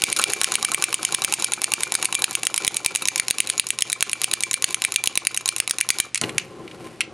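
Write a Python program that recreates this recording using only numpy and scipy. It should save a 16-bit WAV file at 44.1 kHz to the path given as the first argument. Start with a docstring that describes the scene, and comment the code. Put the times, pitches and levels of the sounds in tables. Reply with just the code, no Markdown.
"""Wind-up teeth on a wooden table

Place: a quiet furnished room with faint hum; the toy is nearly straight ahead of two close-set microphone ports.
About ten times a second the linkage knocks, the cam ticks and the jaws clack in either order, the feet land.
Gear teeth rattle in the case and drone in the wood until the spring runs down. A hand bumps the table, grabs
the toy, slides it, lets go. Blows and rubbing ring resonances; the air is coloured noise, spring and hum are
sine tones. The room adds reflections; the microphone dulls the treble, and a limiter ducks the loud clacks."""
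import sys
import numpy as np
from scipy import signal
from scipy.fft import rfft, irfft
from scipy.io import wavfile

SR = 44100
rng = np.random.default_rng(int(sys.argv[2]) if len(sys.argv) > 2 else 0)


def pcm_store(signal):
    """Save signal as 16-bit PCM."""
    levels = np.round(np.clip(np.atleast_2d(signal), -1, 1) * 32767)
    wavfile.write(sys.argv[1], SR, levels.astype(np.int16).T)


N = 314433
TIME = np.arange(N) / SR
BINS = np.fft.rfftfreq(4096, 1 / SR)  # frequency grid of the resonant bodies [Hz]

# Levels in the tables are relative: each source trims its own. Resonances are nominal: blows may detune them.
# colour of the quiet room's air: (frequency [Hz], relative density [dB per Hz])
AIR = [(25, -19), (243, -4.5), (900, -18), (2400, -13), (10000, -27), (14000, -84)]
# running gears: (time [s], whirr in the air [dB], drone in the table [dB])
MOTOR = [(0, -34.5, -42), (.8, -40, -46.5), (1.6, -41.5, -48.5), (3.2, -43, -48), (6.0, -49, -56)]
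# resonances of gear case and table top: (frequency [Hz], width [Hz], level [dB])
GEARS = [(2327, 53, 2), (2610, 710, -9.5), (3700, 73, -10), (4440, 860, -11.5), (6720, 670, -11),
         (9550, 140, -8)]
TABLE = [(102, 13, -11), (129, 7.8, -3.5), (166, 17, -2), (223, 14, -1), (328.3, 14, 2), (355, 34, -1.5),
         (404, 94, -1), (543, 33, -1), (774, 115, -1.5), (1041, 17.6, 4), (1130, 12.4, 0.5), (1374, 81, -5),
         (1630, 550, -9.5)]
# how gears and landing soles drive the table: (frequency [Hz], level [dB])
DRONE = [(100, -4.5), (400, -3), (1500, -7), (5000, -25)]
# one turn of the cam, one hop:
# (linkage knock [s], delay until jaws shut [s], knock [dB], clack [dB], spring ring [dB])
HOPS = [(0.0205, 0.018, -20, -13.5, -35), (0.101, 0.027, -28.5, -24.5, -44),
        (0.1965, 0.0432, -18, -14, -31), (0.301, 0.034, -26, -23.5, -35),
        (0.4148, 0.029, -16.5, -18, -34.0), (0.5205, 0.034, -20.0, -18.5, -31),
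        (0.6278, 0.0217, -21, -20.5, -29), (0.7179, 0.0281, -22, -20.5, -28),
        (0.824, 0.016, -19, -15.5, -34), (0.928, 0.015, -23.5, -21.5, -48.0), (1.0305, 0.02, -25, -21, -41),
        (1.1241, 0.023, -23, -20, -35), (1.2201, 0.027, -21.5, -19, -35), (1.3245, 0.014, -19, -20, -53),
        (1.4235, 0.021, -22.5, -21.5, -39), (1.5206, 0.015, -22.5, -25.5, -51),
        (1.6179, 0.0246, -22.5, -20.5, -36), (1.7194, 0.018, -20.5, -17.0, -34),
        (1.8069, 0.027, -27, -22, -34), (1.9215, 0.0306, -19.5, -19.5, -47),
        (2.027, 0.028, -19.5, -21, -51), (2.1264, 0.0251, -21.0, -22.5, -29),
        (2.2211, 0.0212, -20.0, -16, -35), (2.31, 0.0425, -28, -19, -53), (2.433, 0.036, -21.5, -19, -40),
        (2.5425, 0.036, -20.0, -21, -32), (2.6483, 0.03, -21, -16, -53), (2.7445, 0.024, -27.5, -23.5, -48),
        (2.8477, 0.014, -24, -15.5, -32), (2.9508, 0.0082, -23, -22, -34),
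        (3.0553, 0.03, -20.0, -18.0, -33), (3.1593, 0.039, -18.5, -17, -39), (3.2831, 0.026, -20, -17, -41),
        (3.3844, 0.0189, -22.0, -17, -50), (3.4728, 0.027, -26, -21.5, -50), (3.5793, 0.018, -22, -16, -41),
        (3.6688, 0.036, -26, -21.5, -37), (3.788, 0.034, -22, -16, -42), (3.8999, 0.029, -24.0, -21.5, -40),
        (4.0078, 0.018, -21.5, -14, -49.5), (4.0957, 0.036, -27, -23, -39), (4.217, 0.026, -21.0, -19, -41),
        (4.314, 0.023, -22.5, -18, -37), (4.4067, 0.029, -24.5, -23, -28), (4.5121, 0.029, -20, -19.5, -32),
        (4.6235, 0.019, -21, -16.0, -46), (4.7075, 0.037, -29.5, -22, -40),
        (4.8204, 0.029, -20, -18, -30.5), (4.9214, 0.039, -23, -15, -27), (5.039, 0.035, -19, -16, -42),
        (5.1552, 0.02, -23.0, -15.5, -44.0), (5.251, 0.019, -29, -17, -36),
        (5.3454, 0.029, -25.5, -24.5, -40), (5.4584, 0.031, -19.5, -18.5, -30.5),
        (5.5636, 0.038, -22.5, -17.5, -39), (5.6769, 0.033, -21, -20, -41),
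        (5.7851, 0.026, -22.0, -18, -36), (5.8898, 0.014, -18.5, -13, -37), (5.986, 0.015, -24, -16.5, -31)]
# after each knock the cam slips and throws the toy up; it lands after a short flight
TAKEOFF_S, FLIGHT_S = 0.0192, 0.042
# resonances of linkage, cam, hollow jaws and teeth: (frequency [Hz], width [Hz], level [dB])
LINKAGE = [(2500, 590, -3), (2730, 260, -3), (3946, 143, 3), (5500, 820, -5), (6790, 170, 2),
           (6980, 180, -3), (8540, 770, -9.5), (9650, 420, -14.5), (9400, 530, -6.5), (10610, 490, 0)]
CAM = [(2320, 460, 2.7), (3800, 550, 3.1), (6600, 2900, 0.6), (8200, 590, 5.4), (9300, 3300, 2.7)]
JAWS = [(2360, 230, -3.5), (2620, 950, -6), (3000, 850, -6.5), (4400, 260, -6), (5150, 600, -10.5)]
TEETH = [(6637, 246, 0), (8280, 340, -3), (8850, 360, 1), (9560, 136, 5), (10220, 234, 2.5)]
# how a hard knock drives the table: (frequency [Hz], level [dB])
HARD = [(100, -6.5), (500, -15), (800, -4.5), (1700, -2), (3000, -9.5)]
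# table top under the wandering toy: (time [s], how readily it sounds [dB], note favoured there [Hz])
SPOT = [(0, -4.5, 1560), (0.7, 1, 1200), (1.4, -2, 900), (2.3, -2, 795), (3.5, -10, 1030),
        (4.6, -7.5, 1070), (6.0, -7, 1080)]
# the steel spring, one row: (frequency [Hz], level [dB], 60 dB decay [s])
SPRING = (2353, 4.1, 0.18)
# how toes and foot edges drive the table: (frequency [Hz], level [dB])
SCUFF = [(400, -4), (1000, -0.5), (1400, 11.5), (2200, -13)]
# a foot comes down on its edge: (time [s], plastic [dB], table [dB])
STUMBLES = [(0.164, -19, -36), (0.17, -22.5, -37), (0.1888, -17.5, -26), (0.194, -18.5, -17),
            (1.398, -25, -34), (2.191, -28, -37), (3.022, -22.5, -30)]
# the toy clicks in the hand and is set down: (time [s], body [dB], sharp edge [dB])
HANDLING = [(6.1462, -37, -15), (6.157, -25, -18), (6.176, -34, -21), (6.214, -35, -16),
            (6.237, -22.5, -49), (6.294, -30, -33), (6.3812, -17, -11.5), (6.397, -29, -48),
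            (6.678, -38.5, -63), (6.713, -41, -68), (7.007, -19, -17), (7.012, -18, -27)]
# resonances of the held toy's soles and legs: (frequency [Hz], width [Hz], level [dB])
SOLES = [(2350, 490, 4.5), (2780, 290, 4), (4240, 860, -3), (6860, 2000, -13), (9350, 2100, -10)]
# how a blunt and a sharp contact drive the soles: (frequency [Hz], level [dB])
BLUNT = [(600, -1), (1500, 1), (3000, 3), (4000, 0), (8000, -6.5)]
SHARP = [(3000, -13), (6000, -0.5), (10500, 3), (12500, -15)]
# the hand bumps the table: (time [s], level [dB], decay [s])
BUMPS = [(6.214, -22.5, 0.031), (6.236, -33, 0.022), (6.274, -37, 0.031)]
# toy and hand slide over the wood: (time [s], rumble [dB], hiss [dB])
SLIDE = [(6.3, -36, -52), (6.42, -46.5, -51), (6.6, -37.5, -56), (6.75, -41, -53), (6.85, -39.5, -48.5),
         (6.95, -45, -54), (7.13, -41, -74)]
# how a soft hand drives the table: (frequency [Hz], level [dB])
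SOFT = [(100, 8.5), (400, 2), (700, -2.5), (1100, -6.5), (1800, -13.5), (6000, -33)]
# decay of the room's tail: (frequency [Hz], 60 dB decay [s])
ROOM = [(200, 0.63), (2500, 0.2), (6000, 0.19), (12000, 0.052)]
# a faint, short noise-like spread between left and right, strongest above 11 kHz: (frequency [Hz], level [dB])
SPREAD = [(300, -15.5), (2500, -33), (6000, -16.5), (7500, -11), (10000, -30), (11000, -5), (12300, 0),
          (16000, -8)]
MIC_HZ = 11850  # where the microphone starts to dull the treble
EDGE_HZ = 16300  # steep cut at the very top


def amp(db):
    """Decibels to gain."""
    return 10 ** (np.asarray(db) / 20)


def unit(x):
    """Scales a signal to rms 1."""
    return x / np.sqrt(np.mean(x ** 2) + 1e-20)


def read(points, hz):
    """Reads a spectrum table on a log-frequency axis."""
    f, value = np.transpose(points)
    return np.interp(np.log(hz + 1), np.log(f + 1), value)


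def add(mix, s, sound):
    """Mixes a sound in at time s."""
    part = mix[max(round(s * SR), 0):][:len(sound)]
    part += sound[:len(part)]


def flutter(per_s):
    """Random wander of rms 1, its spectrum fading out around per_s [Hz]."""
    fade = np.exp(-(np.fft.rfftfreq(N, 1 / SR) / per_s) ** 2)
    return unit(irfft(rfft(rng.standard_normal(N)) * fade, N))


def body(modes, drive=((1, 0),), vary_db=0, detune=0):
    """Causal impulse response of a set of resonances; each blow can meet them a little differently."""
    hz, width, db = np.transpose(modes)[:, :, None]
    loud, shift = rng.standard_normal((2, len(modes), 1))
    hz = hz * (1 + detune * shift)
    off_tune = (BINS ** 2 - hz ** 2) / ((BINS + 1) * width)
    power = amp(db + vary_db * loud) ** 2 / (1 + off_tune ** 2)
    magnitude = np.sqrt(power.sum(0)) * amp(read(drive, BINS))
    # folding the cepstrum gives minimum phase: the energy comes as early as it can
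    cepstrum = irfft(np.log(magnitude + 1e-5))
    cepstrum[1:len(BINS) - 1] *= 2
    cepstrum[len(BINS):] = 0
    return irfft(np.exp(rfft(cepstrum)))


def strike(ring, db, chatter_s, rattle):
    """One blow with a dying rattle of the contact; db is the rms level over its first 6 ms."""
    t = np.arange(len(ring)) / SR
    force = rattle * rng.standard_normal(len(t)) * np.exp(-t / chatter_s) / np.sqrt(chatter_s * SR / 2)
    force[0] += 1
    sound = signal.fftconvolve(force, ring)[:len(t)]
    onset_rms = np.sqrt(np.mean(sound[:round(.006 * SR)] ** 2))
    return amp(db) * sound / onset_rms


def rub(ring, grain_db=0, per_s=SR):
    """Endless small impacts of uneven size, about per_s a second, ring a body; rms 1."""
    size = amp(grain_db * np.minimum(rng.exponential(1, N), 4)) * rng.standard_normal(N)
    impacts = size * (rng.random(N) < per_s / SR)
    return unit(signal.oaconvolve(impacts, ring)[:N])


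def swells(rows, rise_s):
    """Envelope of pushes (time [s], level [dB], decay [s]) that rise quickly and die away."""
    level, t = np.zeros(N), np.arange(SR // 2) / SR
    for s, db, decay_s in rows:
        add(level, s, amp(db) * (1 - np.exp(-t / rise_s)) * np.exp(-t / decay_s))
    return level


def table_at(s, drive, note_db=2, note_width_hz=170):
    """The ring of the table top where the toy stands at time s, and how readily it sounds there [dB]."""
    times, give_db, note_hz = np.transpose(SPOT)
    note = (np.interp(s, times, note_hz), note_width_hz, note_db)
    wood = body([*TABLE, note], drive, vary_db=3.0, detune=0.043)
    return wood, np.interp(s, times, give_db)


def background(air_db=-52, hum_db=-58, hum_hz=120, apart=0.23):
    """Still air as coloured noise, mostly shared by the two ports, and a faint mains hum as a sine."""
    colour = amp(read(AIR, np.fft.rfftfreq(N, 1 / SR)))
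    shared, left, right = (unit(irfft(rfft(z) * colour, N)) for z in rng.standard_normal((3, N)))
    hum = amp(hum_db) * unit(np.sin(2 * np.pi * hum_hz * TIME))
    return amp(air_db) * (shared + apart * np.array([left, right])) + hum


def motor(whirr_db=2, drone_db=4, airborne_db=-8, unloaded_db=1.5, stop_s=6.13):
    """Gear teeth rattle in the case, a little louder in flight, when the table drone drops."""
    s, air_db, wood_db = np.transpose(MOTOR)
    running = np.clip((stop_s - TIME) / 0.14, 0, 1)
    aloft = np.zeros(N)
    for knock_s, *_ in HOPS:
        add(aloft, knock_s + TAKEOFF_S, signal.windows.tukey(round(FLIGHT_S * SR), .3))
    whirr_level = amp(np.interp(TIME, s, air_db) + whirr_db + unloaded_db * aloft)
    drone_level = amp(np.interp(TIME, s, wood_db) + drone_db + airborne_db * aloft)
    whirr = whirr_level * rub(body(GEARS), grain_db=1, per_s=1100)
    drone = drone_level * rub(body(TABLE, DRONE))
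    return running * (whirr + drone) * amp(3.27 * flutter(per_s=15.6))


def linkage(plastic_db=2.5, table_db=-5, cam_db=-2):
    """The lever knocks, and the legs carry the knock into the table; then the cam ticks as it slips."""
    out = np.zeros(N)
    for s, _, db, _, _ in HOPS:
        wood, give_db = table_at(s, HARD)
        lever = body(LINKAGE, vary_db=0.0, detune=0.011)
        cam = body(CAM, vary_db=2, detune=0.0058)
        add(out, s, strike(lever, db + plastic_db, chatter_s=0.0018, rattle=0.83))
        add(out, s, strike(wood, db + give_db + table_db, chatter_s=0.0091, rattle=1.0))
        add(out, s + TAKEOFF_S, strike(cam, db + cam_db, chatter_s=0.0035, rattle=2.6))
    return out


def jaws(shell_db=2.5, teeth_db=-13.5, teeth_follow=0.48, glancing_db_per_s=55):
    """Hollow jaws give the clack its body, teeth its sharp edge; jaws that shut late meet less squarely."""
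    out = np.zeros(N)
    _, usual_delay, _, usual_db, _ = np.mean(HOPS, axis=0)
    shell_drive = [(400, -8), (1500, 0), (5500, 0), (9000, -10)]  # (frequency [Hz], level [dB])
    teeth_drive = [(2000, 5.0), (6000, 1.6)]
    for s, delay, _, db, _ in HOPS:
        shell = body(JAWS, shell_drive, vary_db=1.3, detune=.015)
        teeth = body(TEETH, teeth_drive, vary_db=1, detune=0.012)
        edge_db = teeth_db + teeth_follow * (db - usual_db) - glancing_db_per_s * (delay - usual_delay)
        add(out, s + delay, strike(shell, db + shell_db, chatter_s=0.0013, rattle=1.0))
        add(out, s + delay, strike(teeth, edge_db, chatter_s=0.0019, rattle=1.0))
    return out


def spring(ring_db=3, buzz_db=3.5, detune=0.0035, jolt_db=-38, jolt_fade_db_per_s=4):
    """Clacks set the steel spring singing and buzzing on its coils; landings jolt it, less as it unwinds."""
    out, t = np.zeros(N), np.arange(SR // 4) / SR
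    plucks = [(s + delay, db + ring_db) for s, delay, _, _, db in HOPS]
    plucks += [(s + TAKEOFF_S + FLIGHT_S, jolt_db - jolt_fade_db_per_s * s) for s, *_ in HOPS]
    hz, mode_db, t60 = SPRING
    for (s, db), (phase, shift) in zip(plucks, rng.standard_normal((len(plucks), 2))):
        tone = np.sin(2 * np.pi * (hz * (1 + detune * shift) * t + phase))
        add(out, s, amp(db + mode_db) * np.exp(-np.log(1000) * t / t60) * tone)
    return out * amp(buzz_db * flutter(per_s=59))


def feet(toe_db=-32, sole_db=-37, settle_s=0.014, scrape_db=-35, scuff_s=0.016,
         scatter_s=0.0027, uneven_db=0.5):
    """After each flight the toes tap the wood, the soles settle with a lower thud, and they skid briefly."""
    out, skids = np.zeros(N), []
    for (knock_s, *_), (late, hard) in zip(HOPS, rng.standard_normal((len(HOPS), 2))):
        s = knock_s + TAKEOFF_S + FLIGHT_S + scatter_s * late
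        wood, give_db = table_at(s, SCUFF)
        db = give_db + uneven_db * hard
        thud = body(TABLE, DRONE, vary_db=1, detune=0.036)
        add(out, s, strike(wood, db + toe_db, chatter_s=0.0031, rattle=1.47))
        add(out, s + settle_s, strike(thud, db + sole_db, chatter_s=0.0068, rattle=2.5))
        skids.append((s, db + scrape_db, scuff_s))
    return out + swells(skids, rise_s=0.001) * rub(body(LINKAGE), grain_db=6, per_s=1500)


def stumbles():
    """Now and then the edge of a foot clatters, ringing both the toy's plastic and the wood."""
    out = np.zeros(N)
    for s, plastic_db, wood_db in STUMBLES:
        wood, _ = table_at(s, SCUFF)
        plastic = body(LINKAGE, vary_db=6.5, detune=0.027)
        add(out, s, strike(plastic, plastic_db, chatter_s=0.0048, rattle=2.5))
        add(out, s, strike(wood, wood_db, chatter_s=0.007, rattle=1.7))
    return out


def handling(low_db=2, high_db=-2):
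    """Fingers damp the jaws, so the stiff soles give the click, by a blunt and a sharp contact."""
    out = np.zeros(N)
    for s, body_db, edge_db in HANDLING:
        blunt = body(SOLES, BLUNT, vary_db=2)
        add(out, s, strike(blunt, body_db + low_db, chatter_s=0.0043, rattle=2.4))
        add(out, s, strike(body(SOLES, SHARP), edge_db + high_db, chatter_s=0.0026, rattle=2.0))
    return out


def hand(rumble_db=-1, hiss_db=0, scrape_db=-7, start_s=6.29):
    """Bumps on the table with fingers scraping the plastic, then rumble and hiss of sliding over the grain."""
    s, low_db, high_db = np.transpose(SLIDE)
    sliding = np.clip((TIME - start_s) / 0.034, 0, 1) * amp(2 * flutter(per_s=26))
    bumps = swells(BUMPS, rise_s=0.001)
    push = bumps + sliding * amp(np.interp(TIME, s, low_db) + rumble_db)
    grip = amp(scrape_db) * bumps + sliding * amp(np.interp(TIME, s, high_db) + hiss_db)
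    wood = push * rub(body(TABLE, SOFT))
    finger_drive = [(1200, 7.0), (2500, -10.5), (13000, -3.5)]  # (frequency [Hz], level [dB])
    plastic = grip * rub(body(SOLES, finger_drive), grain_db=2, per_s=2400)
    return wood + plastic


def room(x, wet_db=-17, near_db=-19, near_s=0.0039, apart=0.37):
    """Quick reflections off table and camera, and the short tail of a furnished room."""
    t = np.arange(SR // 2) / SR
    taps = rng.standard_normal((3, len(t))) * (rng.random((3, len(t))) < .15)
    hz, at, z = signal.stft(taps * np.clip(t / 0.0022, 0, 1), SR, nperseg=256)
    decay = np.exp(-np.log(1000) * at / read(ROOM, hz)[:, None])
    tail = signal.istft(z * decay, SR, nperseg=256)[1][:, :len(t)]
    tail = tail[0] + apart * tail[1:]  # two close ports hear much the same
    near = rng.standard_normal((3, len(t))) * np.exp(-t / near_s)
    near = near[0] + apart * near[1:]
    echo = amp(wet_db) * tail / np.linalg.norm(tail[0]) + amp(near_db) * near / np.linalg.norm(near[0])
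    return x + signal.oaconvolve(x[None], echo, axes=1)[:, :N]


def ports(x, lead_s=3e-6, spread_s=0.0027):
    """Sound reaches the left port a little sooner; a faint, short noise-like spread parts left and right."""
    hz, t = np.fft.rfftfreq(N, 1 / SR), np.arange(SR // 40) / SR
    spread = rng.standard_normal(len(t)) * np.exp(-t / spread_s)
    lead = np.pi * 1j * hz * lead_s  # half the lead for each port, with opposite signs
    side = lead + amp(read(SPREAD, hz)) * rfft(spread / np.linalg.norm(spread), N)
    return irfft(rfft(x) * (1 + side * np.array([[1], [-1]])), N)


def scene():
    """The toy and the hand in the room, nearly straight ahead."""
    toy = motor() + linkage() + jaws() + spring() + feet() + stumbles()
    heard = ports(room(toy + handling() + hand()))
    balance = amp([[-.15], [.15]])  # left, right
    return heard * balance + background()


def record(dry, limit_db=-19, squeeze=0.7, recover_db_per_s=330, ceiling=1.0):
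    """The microphone dulls the top; a limiter ducks just after a loud onset, and peaks past the ceiling clip."""
    x = signal.sosfilt(signal.butter(N=6, Wn=min(MIC_HZ, .45 * SR), fs=SR, output="sos"), dry)
    power = signal.lfilter([1 / 64], [1, 1 / 64 - 1], (x ** 2).mean(0))
    # the held level jumps up with the power and falls back at a steady rate
    fall = TIME * recover_db_per_s
    held_db = np.maximum.accumulate(10 * np.log10(power + 1e-12) + fall) - fall
    over_db = np.maximum(held_db - limit_db, 0)
    over_db = signal.lfilter([1 / 90], [1, 1 / 90 - 1], over_db)  # the gain lags, so onsets get through
    clipped = np.clip(x / amp(squeeze * over_db), -ceiling, ceiling)
    top_cut = signal.firwin(255, EDGE_HZ, window=("kaiser", 8), fs=SR)
    return signal.oaconvolve(clipped, top_cut[None], "same")


dry = scene()
out = record(dry)
pcm_store(out)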